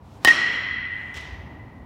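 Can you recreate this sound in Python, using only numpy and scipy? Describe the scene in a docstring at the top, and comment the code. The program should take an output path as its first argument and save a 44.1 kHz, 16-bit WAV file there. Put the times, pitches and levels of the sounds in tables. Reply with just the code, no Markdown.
"""A metal bat hits a baseball in a large indoor training hall: noise bursts and a tick crack, sine modes ring.
The swing bends the ping's pitch and sweeps its beam past; the hall returns it as a cluster of close tones.
The ball then knocks against something at the far end: a clatter of short noise bursts with a hall tail.
Shaped noise makes the bat's whoosh, faint swishes of clothes, the hall's air and low rumble, and a late boom."""
import sys
import numpy as np
from scipy import signal
from scipy.fft import rfft, irfft
from scipy.io import wavfile

SR = 44100
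rng = np.random.default_rng(int(sys.argv[2]) if len(sys.argv) > 2 else 0)


def store_pcm(level_fs):
    """Save levels as 16-bit WAV."""
    pcm = np.round(np.clip(level_fs, -1, 1) * 32767).astype(np.int16)
    wavfile.write(sys.argv[1], SR, np.atleast_2d(pcm).T)


N = 81585
TIME = np.arange(N) / SR
FREQS = np.maximum(np.fft.rfftfreq(2 * 2 ** 16, 1 / SR), 1)   # noise bins in Hz, kept above zero for the log

# All levels are mix levels, ahead of the limiter.
# Steady air of the hall: colour [f/Hz, level/dB] and its drift [t/s, level/dB]
AIR_COLOUR = [(30, -41.5), (240, -34), (450, -40), (950, -36.5), (1600, -53), (3500, -61.5), (8000, -77.5),
              (15000, -77.5)]
AIR_DRIFT = [(0, -3), (.2, 0.5), (.7, -3.5), (1.3, 4), (1.85, -0.5)]
# Low rumble: colour [f/Hz, level/dB] and its drift [t/s, level/dB]
RUMBLE_COLOUR = [(20, -68), (38, -39), (58, -22), (100, -20), (170, -29), (280, -30.5), (500, -47.5),
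                 (2000, -93.5)]
RUMBLE_DRIFT = [(0, -3), (.35, 1.5), (.65, 2), (1.0, 0.5), (1.3, -3.5), (1.45, 3.5), (1.85, 1)]
# Deep boom that swells after the knock [f/Hz, level/dB]
BOOM_COLOUR = [(25, -56), (55, -14.5), (80, -9.5), (130, -31), (300, -78)]
BOOM_S, BOOM_WIDTH_S = 1.304, 0.098
# Swishes of clothes: moments [t/s, width/s, level/dB] and colour [f/Hz, level/dB]
SWISH_MOMENTS = [(.06, 0.027, -11.5), (0.152, 0.045, -4), (1.052, 0.14, -8.5), (1.78, 0.036, -19)]
SWISH_COLOUR = [(800, -54.5), (2000, -50), (4000, -51.5), (8000, -59), (15000, -69)]
# Bat cutting the air around contact [f/Hz, level/dB]
WHOOSH_COLOUR = [(40, -39), (70, -13), (140, -33), (400, -34), (1000, -33.5), (2000, -35.5), (5000, -44.5),
                 (15000, -59.5)]
WHOOSH_RISE_S = 0.0194   # time constant, the same rising and falling
# Reverberation of the hall [f/Hz, t60/s]
HALL_T60 = [(150, 1.63), (700, 1.07), (1400, 1.49), (2000, 2.04), (3000, 1.497), (4500, 0.99), (7000, 0.62),
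            (10000, 0.41), (15000, 0.2)]
HALL_BUILD_S = 0.004     # time constant of the onset
# Far knock: touches of the clatter [t/s, level/dB] and their colour [f/Hz, level/dB]
KNOCK_TOUCHES = [(1.1418, -4.5), (1.149, -12), (1.168, -4), (1.1736, -3), (1.185, -18), (1.21, -10.5)]
KNOCK_COLOUR = [(300, -27.5), (1500, -29), (2500, -23), (3200, -23), (4500, -39), (5700, -31), (7700, -37),
                (10000, -51), (15000, -52)]
KNOCK_T60_S = 0.045      # each touch
# The knock as the hall returns it: colour [f/Hz, level/dB] and decay [f/Hz, t60/s]
KNOCK_HALL_COLOUR = [(500, -43), (1500, -36.5), (2500, -33.5), (3200, -29.5), (4500, -39), (5700, -40.5),
                     (7500, -48), (10000, -53), (15000, -64)]
KNOCK_HALL_T60 = [(2000, 1.7), (3200, 0.86), (5500, 0.92), (8000, 0.53), (14000, 0.34)]
KNOCK_HALL_DELAY_S = 0.0087
# Ringing of the barrel; the first mode is the ping [f/Hz, level/dB, t60/s]
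BAT_MODES = [(1903, -1, 0.17), (292, -33.5, 0.12), (704, -26.5, 0.063), (946, -26, 0.03), (1115, -24, 0.1),
             (3090, -18.5, .16), (3987, -17.5, 0.054), (5210, -25, 0.069), (5280, -30.5, 0.065),
             (6740, -38, 0.19)]
# The ping leaves the moving bat at another pitch in each direction [starting f/Hz, delay/s, level/dB]
HALL_PATHS = [(1857, .03, -5.5), (1910, .2, -8.5), (1898, .04, -2.5), (1965, .12, -5.5), (2006, .27, -6.5),
              (2007, .09, -5)]
SWING_SLOWS_S = 2.3      # time constant
# The ping on the straight path as the barrel swings round [t/s, f/Hz, level/dB]
PING_PATH = [(.248, 1835, -11), (.254, 1914, -13.5), (.26, 1818, -10), (.27, 1870, -19.5), (.275, 1911, -1),
             (.28, 1823, -21), (.285, 1890, -1), (.301, 1850, -9), (.313, 1898, -2), (.319, 1828, -18.5),
             (.34, 1938, -24), (.42, 1911, -72)]
OVERTONES_DB = -1        # trim of the other modes on the straight path
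# Crack of the contact: colour [f/Hz, level/dB] and decay [f/Hz, t60/s]
CRACK_COLOUR = [(60, -21.5), (140, -8), (260, 9.5), (480, -3.5), (720, 8), (1200, 1.5), (2500, 7.5),
                (4000, 6.5), (6000, -0.5), (8500, 0.5), (11000, -12.5), (16000, -7)]
CRACK_T60 = [(200, 0.03), (1000, 0.031), (3500, 0.0053), (7000, 0.0032), (15000, 0.0058)]
# The first instant of contact: a needle-sharp tick
TICK_DB, TICK_HZ, TICK_T60_S = -3.5, 8100, 0.00091
# Scatter from the turf and the batter, right behind the crack [f/Hz, level/dB]
SCATTER_COLOUR = [(100, -10.5), (300, -15), (700, -14.5), (1400, -40), (3000, -12), (5000, -11),
                  (7500, -22.5), (10000, -26), (15500, -29.5)]
SCATTER_T60_S = 0.063
# Echoes from the near wall and nets: arrivals [delay t/s, level/dB] and colour [f/Hz, level/dB]
NEAR_ECHOES = [(.0243, -12.5), (.028, -16.5), (0.031, -14)]
ECHO_COLOUR = [(80, -20), (280, 5), (550, 1), (850, 11), (1500, -4.5), (2800, 9.5), (4000, -2.5),
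               (5500, -8.5), (7500, -23), (15500, -24.5)]
ECHO_T60_S = 0.093
# The crack as the hall returns it [f/Hz, level/dB]
CRACK_HALL_COLOUR = [(80, -26), (250, -18), (500, -19.5), (850, -19.5), (1400, -13), (2500, -16.5),
                     (3200, -12), (3550, -24.5), (4200, -18), (4750, -26), (5500, -18.5), (6300, -30),
                     (7100, -29), (10000, -35.5), (15500, -47.5)]
CRACK_HALL_DELAY_S = 0.018

HIT_S, HIT_DB = 0.2482, 7.5   # moment and strength of the blow
LOW_CUT_HZ, TOP_STOP_HZ = 38, 16700   # the top is 60 dB down from TOP_STOP_HZ up
CEILING = 2.014               # amplitude where peaks flatten out, ahead of the limiter
LIMIT_DB, RELEASE_DB_PER_S = -2.5, 10


def from_db(db):
    """Decibels to gain."""
    return 10 ** (np.asarray(db) / 20)


def in_time(rows):
    """Reads each value column of a time curve at every sample."""
    s, *columns = np.transpose(rows)
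    return [np.interp(TIME, s, column) for column in columns]


def at_hz(points, hz):
    """Reads a table on a log-frequency axis."""
    f, value = np.transpose(points)
    return np.interp(np.log(hz), np.log(f), value)


def dying(t60):
    """Exponential decay that falls 60 dB in t60 seconds."""
    return np.exp(-np.log(1000) * np.minimum(TIME / t60, 10))


def swell(s, width):
    """A bell-shaped rise and fall around a moment."""
    return np.exp(-.5 * ((TIME - s) / width) ** 2)


def delayed(x, s):
    """The sound, starting s seconds later."""
    silence = np.zeros(max(int(s * SR), 0))
    return np.concatenate([silence, x])[:N]


def noise_bins(colour=None):
    """Spectrum of fresh noise, white unless a colour is given."""
    white = rfft(rng.standard_normal(2 * len(FREQS) - 2))
    return white if colour is None else white * from_db(at_hz(colour, FREQS))


def noise(colour):
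    """Steady coloured noise."""
    return irfft(noise_bins(colour))[:N]


def dying_noise(t60s, colour=None, count=16):
    """A burst of noise whose overlapping bands each die at their own rate."""
    bins = noise_bins(colour)
    centres = np.geomspace(125, 16000, count)
    burst = 0
    for hz, peak in zip(centres, np.eye(count)):
        # each band is a triangle that crossfades into its neighbours
        share = np.interp(np.log(FREQS), np.log(centres), peak)
        burst = burst + irfft(bins * share)[:N] * dying(at_hz(t60s, hz))
    return burst


def air():
    """Steady air of the hall: coloured noise with a slow drift in level."""
    return noise(AIR_COLOUR) * from_db(in_time(AIR_DRIFT)[0])


def rumble():
    """Low rumble of the hall: bass noise with a slow drift in level."""
    return noise(RUMBLE_COLOUR) * from_db(in_time(RUMBLE_DRIFT)[0])


def boom():
    """One deep swell of bass noise after the knock."""
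    return noise(BOOM_COLOUR) * swell(BOOM_S, BOOM_WIDTH_S)


def clothes():
    """Soft hiss of clothes as the batter swings and recovers: noise in bell-shaped swells."""
    motion = sum(from_db(db) * swell(s, width) for s, width, db in SWISH_MOMENTS)
    return noise(SWISH_COLOUR) * motion


def whoosh():
    """The bat cuts the air: noise that swells exponentially to contact and dies away as fast."""
    return noise(WHOOSH_COLOUR) * np.exp(-np.abs(TIME - HIT_S) / WHOOSH_RISE_S)


def hall_tail(colour=None, t60s=HALL_T60):
    """The hall's diffuse answer to a click: noise that builds quickly and dies band by band."""
    return dying_noise(t60s, colour) * (1 - np.exp(-TIME / HALL_BUILD_S))


def hall(x):
    """Reverberation of a sound: convolution with a fresh diffuse tail."""
    return signal.fftconvolve(x, hall_tail())[:N] / np.sqrt(SR)


def far_knock():
    """The ball knocks at the far end: a clatter of short bursts and its tail in the hall."""
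    clatter = 0
    for s, db in KNOCK_TOUCHES:
        touch = noise(KNOCK_COLOUR) * dying(KNOCK_T60_S)
        clatter = clatter + from_db(db) * delayed(touch, s)
    tail = hall_tail(KNOCK_HALL_COLOUR, KNOCK_HALL_T60)
    first_touch_s = KNOCK_TOUCHES[0][0]
    return clatter + delayed(tail, first_touch_s + KNOCK_HALL_DELAY_S)


def ring(modes, doppler):
    """Decaying sine modes of the barrel, their pitch scaled by the Doppler ratio."""
    clock = np.cumsum(doppler * np.ones(N)) / SR   # seconds, stretched by the ratio
    return sum(from_db(db) * dying(t60) * np.sin(2 * np.pi * hz * clock) for hz, db, t60 in modes)


def ping_in_hall():
    """Each direction feeds the hall its own Doppler shift, which shrinks as the swing slows."""
    ping_hz = BAT_MODES[0][0]
    cluster = 0
    for hz, delay, db in HALL_PATHS:
        doppler = 1 + (hz / ping_hz - 1) * np.exp(-TIME / SWING_SLOWS_S)
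        path = hall(ring(BAT_MODES, doppler))
        cluster = cluster + from_db(db) * delayed(path, HIT_S + delay)
    return cluster


def ping():
    """The barrel heard directly: the swing bends the ping's pitch and its sweeping beam varies the level."""
    hz, db = in_time(PING_PATH)
    tone = from_db(db) * np.sin(2 * np.pi * np.cumsum(hz) / SR) * (TIME > HIT_S)
    overtones = ring(BAT_MODES[1:], 0.99)   # a touch flat
    return tone + from_db(OVERTONES_DB) * delayed(overtones, HIT_S)


def crack():
    """The contact: a tick and a noise burst, then close scatter, near echoes and a hall tail."""
    tick = from_db(TICK_DB) * dying(TICK_T60_S) * np.cos(2 * np.pi * TICK_HZ * TIME)
    burst = dying_noise(CRACK_T60, CRACK_COLOUR)
    scatter = noise(SCATTER_COLOUR) * dying(SCATTER_T60_S)
    echoes = 0
    for s, db in NEAR_ECHOES:
        echo = noise(ECHO_COLOUR) * dying(ECHO_T60_S)
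        echoes = echoes + from_db(db) * delayed(echo, s)
    tail = delayed(hall_tail(CRACK_HALL_COLOUR), CRACK_HALL_DELAY_S)
    return delayed(tick + burst + scatter + echoes + tail, HIT_S)


def scene():
    """Everything at one microphone."""
    background = air() + rumble() + boom()
    hit = from_db(HIT_DB) * (crack() + ping() + ping_in_hall())
    return (background + clothes() + whoosh() + far_knock() + hit)[None]


def limiter(x):
    """Turns down at once on a peak and comes back slowly, which holds down what follows."""
    over_db = np.maximum(20 * np.log10(np.abs(x) + 1e-9) - LIMIT_DB, 0)
    recovery = RELEASE_DB_PER_S * TIME
    # the running maximum keeps whichever peak still asks for the most reduction
    reduction_db = np.maximum.accumulate(over_db + recovery, axis=-1) - recovery
    return x * from_db(-reduction_db)


def record(dry):
    """The deepest bass is cut, the loudest peaks are flattened, the limiter acts and the top is cut."""
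    low_cut = signal.butter(4, LOW_CUT_HZ, "high", fs=SR, output="sos")
    x = signal.sosfilt(low_cut, dry)
    flattened = x / (1 + (x / CEILING) ** 4) ** .25
    top_cut = signal.cheby2(14, 60, TOP_STOP_HZ, fs=SR, output="sos")
    return signal.sosfilt(top_cut, limiter(flattened))


dry = scene()
out = record(dry)
store_pcm(out)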